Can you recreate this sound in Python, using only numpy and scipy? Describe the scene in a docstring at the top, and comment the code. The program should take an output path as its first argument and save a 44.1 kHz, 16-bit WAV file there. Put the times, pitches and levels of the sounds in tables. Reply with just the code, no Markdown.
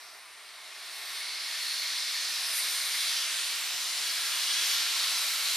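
"""A station platform: some way off, a standing steam locomotive opens its cylinder drain cocks.
The jets are stereo noise in seven bands, swelling from a low roar to a loud bright hiss.
Short echoes off ballast and brick comb it; its colour shifts and its width narrows, then opens again.
Beneath lie light wind, made of lumpy low noise, and two soft knocks, made of brief low swings."""
import sys
import numpy as np
from scipy import signal
from scipy.fft import rfft, irfft, next_fast_len
from scipy.io import wavfile

SR = 44100
rng = np.random.default_rng(int(sys.argv[2]) if len(sys.argv) > 2 else 0)


def log_audio(samples):
    """Write samples as a 16-bit WAV file to the path given in sys.argv[1]."""
    # one column per channel
    frames = np.atleast_2d(samples).T
    # limit to full scale, then quantise
    limited = np.clip(frames, -1, 1)
    pcm = np.round(limited * 32767).astype(np.int16)
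    wavfile.write(sys.argv[1], SR, pcm)


N = 245195
SIZE = next_fast_len(N)
BIN_HZ = np.maximum(np.arange(SIZE // 2 + 1) * SR / SIZE, 1)
TIME_S = np.arange(N) / SR

# Basic colour of the steam, before resonances and part levels: pitch_hz, density_db (dB per Hz, relative)
STEAM_COLOUR = [(88, -62), (150, -41.5), (247, -36), (406, -28.5), (541, -25), (631, -18), (764, -18.5),
                (1330, -10), (2150, -3.5), (2710, -4.5), (4050, 0), (7910, -7.5), (9760, -2.5), (13300, 15),
                (14600, 15.5)]
# Resonances under the frames: pitch_hz, width_hz, boost_db
FRAME_RESONANCES = [(333, 56, 8), (406.5, 48, 8), (710, 160, 1.5), (1048, 160, 2.5), (1370, 76, 2),
                    (2360, 150, 0), (4100, 40, 1.5), (9050, 3000, 7)]
# Reflections off ballast and brick: delay_s, wander_s, level_db
ECHO_PATHS = [(.0019, 0.000054, -39.5), (.0043, 0.00011, -24), (.0065, 0.00021, -20),
              (.011, 0.000295, -16.5), (.017, 0.0003, -14)]
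# Ridges in the hiss: start_s, end_s, pitch_hz, width_hz, gain_db (below zero a dip; flicker is added)
HISS_RIDGES = [(0, 1.1, 694, 200, 3.5), (0, 3.9, 1830, 140, 3.5), (0, 3.1, 3080, 170, -4),
               (0.4, 2.2, 2170, 130, 5), (0.5, 1.9, 4380, 400, 2), (1.3, 3.1, 5040, 260, 3.5),
               (1.4, 2.4, 4800, 230, -1), (1.5, 2.3, 4420, 310, 4.5), (1.7, 2.9, 12000, 800, 4),
               (2.399, 3.5, 9500, 900, 2.5), (2.55, 3.1, 2220, 300, 4), (3.4, 4.5, 7300, 900, 3.5),
               (3.5, 5, 2910, 86.6, 4.5), (4.002, 8, 1380, 130, 3), (4, 4.7, 1660, 50, 6.5),
               (4, 4.8, 3340, 130, 5.5), (4.4, 8.1, 9850, 300, 4.5), (4.5, 5.3, 12600, 700, 3.5),
               (4.9, 5.3, 1093, 500, 3), (4.9, 5.9, 4020, 300, 3.5)]
# Basic stereo width, before its change over time: pitch_hz, side_minus_mid_db
STEREO_WIDTH = [(100, -14), (300, -38), (500, -31), (1000, -19), (1900, -20), (3200, -10), (5000, -13),
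                (7000, -2), (9200, -7.5), (11500, -8.5), (14000, -5.5)]
# Crossovers between neighbouring parts of the steam: pitch_hz
PART_EDGES_HZ = [1300, 2600, 4000, 6000, 8100, 10500]
# Rumble, roar, low core, high core, edge, sizzle, top: level_db (at reference flow and treble),
# flow_share (ratio), treble_share (ratio), creep_db_per_s
STEAM_PARTS = [(-51, .35, .05, 0.4), (-41.5, 0.67, 0.041, 0.04), (-39.5, 0.93, .01, 0.04),
               (-37, 1.07, .01, -0.2), (-46, 0.97, 0.38, 0.9), (-42.5, 1.07, 0.93, -0.76),
               (-42, 1.04, 1, 0.4)]
# Swing of the jets, scaled by each part's shares: time_s, core_level_db, treble_above_core_db
JET_FLOW = [(0.0, -50, -7), (0.26, -53.5, -6), (0.62, -50, -6.5), (0.9, -44.5, -6), (1.18, -39, -6.5),
            (1.38, -38.5, -9), (1.64, -36.5, -7.5), (1.8, -35.5, -9), (2.2, -35, -8), (2.5, -34, -6),
            (2.85, -33.5, -5.5), (3.08, -32, -7), (3.3, -33.5, -8), (3.7, -34, -9), (4.21, -33, -7),
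            (4.55, -30, -9.5), (4.72, -30, -7), (4.88, -32, -8.5), (5.08, -31, -7), (5.4, -32.5, -4.5),
            (5.56, -31.5, -5.5)]
# Brief treble flares, scaled by each part's treble share: centre_s, half_length_s, lift_db
TREBLE_SPITS = [(1.15, .1, 0.5), (2.575, 0.044, 7), (2.74, 0.039, 1.5)]
# Change of stereo width, scaled by each part's width share: time_s, side_gain_db
WIDTH_OVER_TIME = [(0, 2), (.7, -8), (1.5, -6), (2.7, -6.5), (3.2, -0.5), (3.8, 2), (5.56, 1)]
# How much of the width change each part takes, rumble to top: width_share (ratio)
WIDTH_SHARES = [0.1, 0.56, 0.068, 0.33, .2, 0.63, 2.5]
# Colour of the wind, before a steep low-pass: pitch_hz, density_db (dB per Hz, relative)
WIND_COLOUR = [(12, -40), (20, -9), (92, 1), (135, -3), (199, -22), (260, -12), (340, -45), (570, -120)]
# Steady wind, before its waver and gusts: time_s, level_db
WIND_LEVEL = [(0.0, -87), (1.4, -88), (2.1, -85), (3.5, -85), (4.86, -79.5), (5.56, -80.5)]
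# Gusts added to the steady wind gain: centre_s, level_db, half_length_s
WIND_GUSTS = [(4.18, -84, 0.023), (5.41, -79, .05)]
# Soft low knocks, before panning: centre_s, level_db, pitch_hz
KNOCKS = [(3.654, -68, 85), (3.748, -59, 120)]

REFERENCE_FLOW_DB, REFERENCE_TREBLE_DB = -34, -6
RIDGE_FLICKER = 0.25  # ratio of a ridge's gain that wavers
PORT_LAG_S = 7e-6     # the left port's lead over the right, before the width change scales it
ROLL_OFF_HZ, CUTOFF_HZ = 13700, 14500


def from_db(db):
    """Turn dB into gain."""
    return 10 ** (np.asarray(db) / 20)


def rms_one(x):
    """Scale to unit rms."""
    return x / np.sqrt(np.mean(x ** 2) + 1e-20)


def in_time(rows):
    """Read the columns of a time curve, sample by sample."""
    times_s, *columns = np.transpose(rows)
    return [np.interp(TIME_S, times_s, column) for column in columns]


def at_hz(points):
    """Read a spectrum table at every bin, along log pitch."""
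    pitch_hz, level_db = np.transpose(points)
    return np.interp(np.log(BIN_HZ), np.log(pitch_hz), level_db)


def bump(centre_s, half_length_s):
    """A smooth rise and fall, one at its centre."""
    return np.exp(-((TIME_S - centre_s) / half_length_s) ** 2)


def drift(rate_hz):
    """Slow chance with unit spread: coarse noise through a double one-pole low-pass."""
    step, settle = 40, 4000  # samples per coarse point, coarse points dropped
    pole = np.exp(-2 * np.pi * rate_hz * step / SR)
    noise = rng.standard_normal(N // step + settle + 2)
    slow = signal.lfilter([1], [1, -2 * pole, pole * pole], noise)[settle:]
    slow = rms_one(slow - slow.mean())
    return np.interp(np.arange(N) / step, np.arange(len(slow)), slow)


def echoes(x):
    """Short reflections comb the hiss; their delays slowly lengthen and shorten."""
    out = x.copy()
    for delay_s, wander_s, level_db in ECHO_PATHS:
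        read_s = TIME_S - delay_s - wander_s * drift(0.371)
        reflected = np.array([np.interp(read_s, TIME_S, channel) for channel in x])
        out += from_db(level_db) * reflected
    return out


def ridges(x):
    """Whistly ridges and dips: narrow bands lifted or sunk, flickering while they last."""
    spectrum, out = rfft(x, SIZE), x.copy()
    for start_s, end_s, pitch_hz, width_hz, gain_db in HISS_RIDGES:
        bell = np.exp(-(1.68 * (BIN_HZ - pitch_hz) / width_hz) ** 2)
        band = irfft(spectrum * bell, SIZE)[:, :N]
        progress = np.clip((TIME_S - start_s) / (end_s - start_s), 0, 1)
        presence = np.sin(np.pi * progress) ** 0.26
        flicker = 1 + RIDGE_FLICKER * drift(2.4)
        out += band * (from_db(gain_db * presence * flicker) - 1)
    return out


def patches(spectrum, slow_db, fast_db, count):
    """Overlapping bands swell and sink as eddies pass, neighbours partly in step, the treble most."""
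    centres_hz = np.linspace(200, 15000, count)
    slow = [drift(1.9) for _ in range(count + 1)]
    out = 0
    for k, peak in enumerate(np.eye(count)):
        triangle = np.interp(BIN_HZ, centres_hz, peak)
        band = irfft(spectrum * triangle, SIZE)[:, :N]
        depth = 0.74 + centres_hz[k] / 9000
        swell = slow[k] + 0.71 * slow[k + 1]  # the next band's drift is shared
        out = out + band * from_db(depth * (slow_db * swell + fast_db * drift(20)))
    return out


def part_levels():
    """Each part follows flow and treble by its own shares, with a slow steady creep; dB over time."""
    flow_db, treble_db = in_time(JET_FLOW)
    for centre_s, half_length_s, lift_db in TREBLE_SPITS:
        treble_db = treble_db + lift_db * bump(centre_s, half_length_s)
    flow_swing_db = flow_db - REFERENCE_FLOW_DB
    treble_swing_db = treble_db - REFERENCE_TREBLE_DB
    from_middle_s = TIME_S - TIME_S.mean()
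    return [level_db + flow_share * flow_swing_db + treble_share * treble_swing_db + creep * from_middle_s
            for level_db, flow_share, treble_share, creep in STEAM_PARTS]


def steam():
    """Turbulent jet noise, combed, coloured and played part by part."""
    colour_db = at_hz(STEAM_COLOUR)
    for pitch_hz, width_hz, boost_db in FRAME_RESONANCES:
        colour_db = colour_db + boost_db / (1 + (2 * (BIN_HZ - pitch_hz) / width_hz) ** 2)
    noise = ridges(echoes(rng.standard_normal((2, N))))
    mid, side = rfft(noise, SIZE) * from_db(colour_db)
    # a quarter-turned side signal that rises with pitch puts the left port slightly ahead
    lead = 1j * np.pi * BIN_HZ * PORT_LAG_S * mid
    side = side * from_db(at_hz(STEREO_WIDTH)) + lead
    jet = rfft(patches(np.array([mid, side]), slow_db=0.64, fast_db=-0.27, count=30), SIZE)

    # soft steps in log pitch share the spectrum out among the parts
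    above = [1] + [1 / (1 + (edge_hz / BIN_HZ) ** 16) for edge_hz in PART_EDGES_HZ] + [0]
    side_gain_db, = in_time(WIDTH_OVER_TIME)
    out = 0
    for level_db, share, lower, upper in zip(part_levels(), WIDTH_SHARES, above, above[1:]):
        mid, side = irfft(jet * (lower - upper), SIZE)[:, :N]
        side = side * from_db(share * side_gain_db)  # the width narrows, then opens again, the top most
        gain = from_db(level_db) / np.std(mid)
        out = out + gain * np.array([mid + side, mid - side])
    return out


def wind():
    """Lumpy low noise, partly its own on each port, with a few short gusts."""
    steep = 1 / (1 + (BIN_HZ / 260) ** 6)
    spectrum = rfft(rng.standard_normal((3, N)), SIZE) * from_db(at_hz(WIND_COLOUR)) * steep
    shared, left, right = irfft(spectrum, SIZE)[:, :N]
    air = rms_one(np.array([0.96 * shared + 0.62 * left, 0.88 * shared + 0.82 * right]))
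    level_db, = in_time(WIND_LEVEL)
    steady = from_db(level_db + 1.0 * drift(5.6))
    gusts = sum(from_db(gust_db) * bump(centre_s, half_length_s)
                for centre_s, gust_db, half_length_s in WIND_GUSTS)
    return air * (steady + gusts)


def knocks():
    """Each knock is about one cycle of a low swing, stronger on the right."""
    out = 0
    for centre_s, level_db, pitch_hz in KNOCKS:
        swing = np.sin(2 * np.pi * pitch_hz * (centre_s - TIME_S))
        out = out + from_db(level_db) * bump(centre_s, 1 / (1.5 * pitch_hz)) * swing
    return out * from_db([[-4], [2.5]])  # left, right


def scene():
    """Steam, leaning a hair to the right, over wind and low knocks."""
    return steam() * from_db([[-.1], [.1]]) + wind() + knocks()


def record(dry):
    """The microphone fades at the very top, then a steeper filter cuts the top."""
    fade = signal.butter(10, ROLL_OFF_HZ, fs=SR, output="sos")
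    cut = signal.ellip(14, .3, 75, CUTOFF_HZ, fs=SR, output="sos")
    return signal.sosfilt(cut, signal.sosfilt(fade, dry))


dry = scene()
out = record(dry)
log_audio(out)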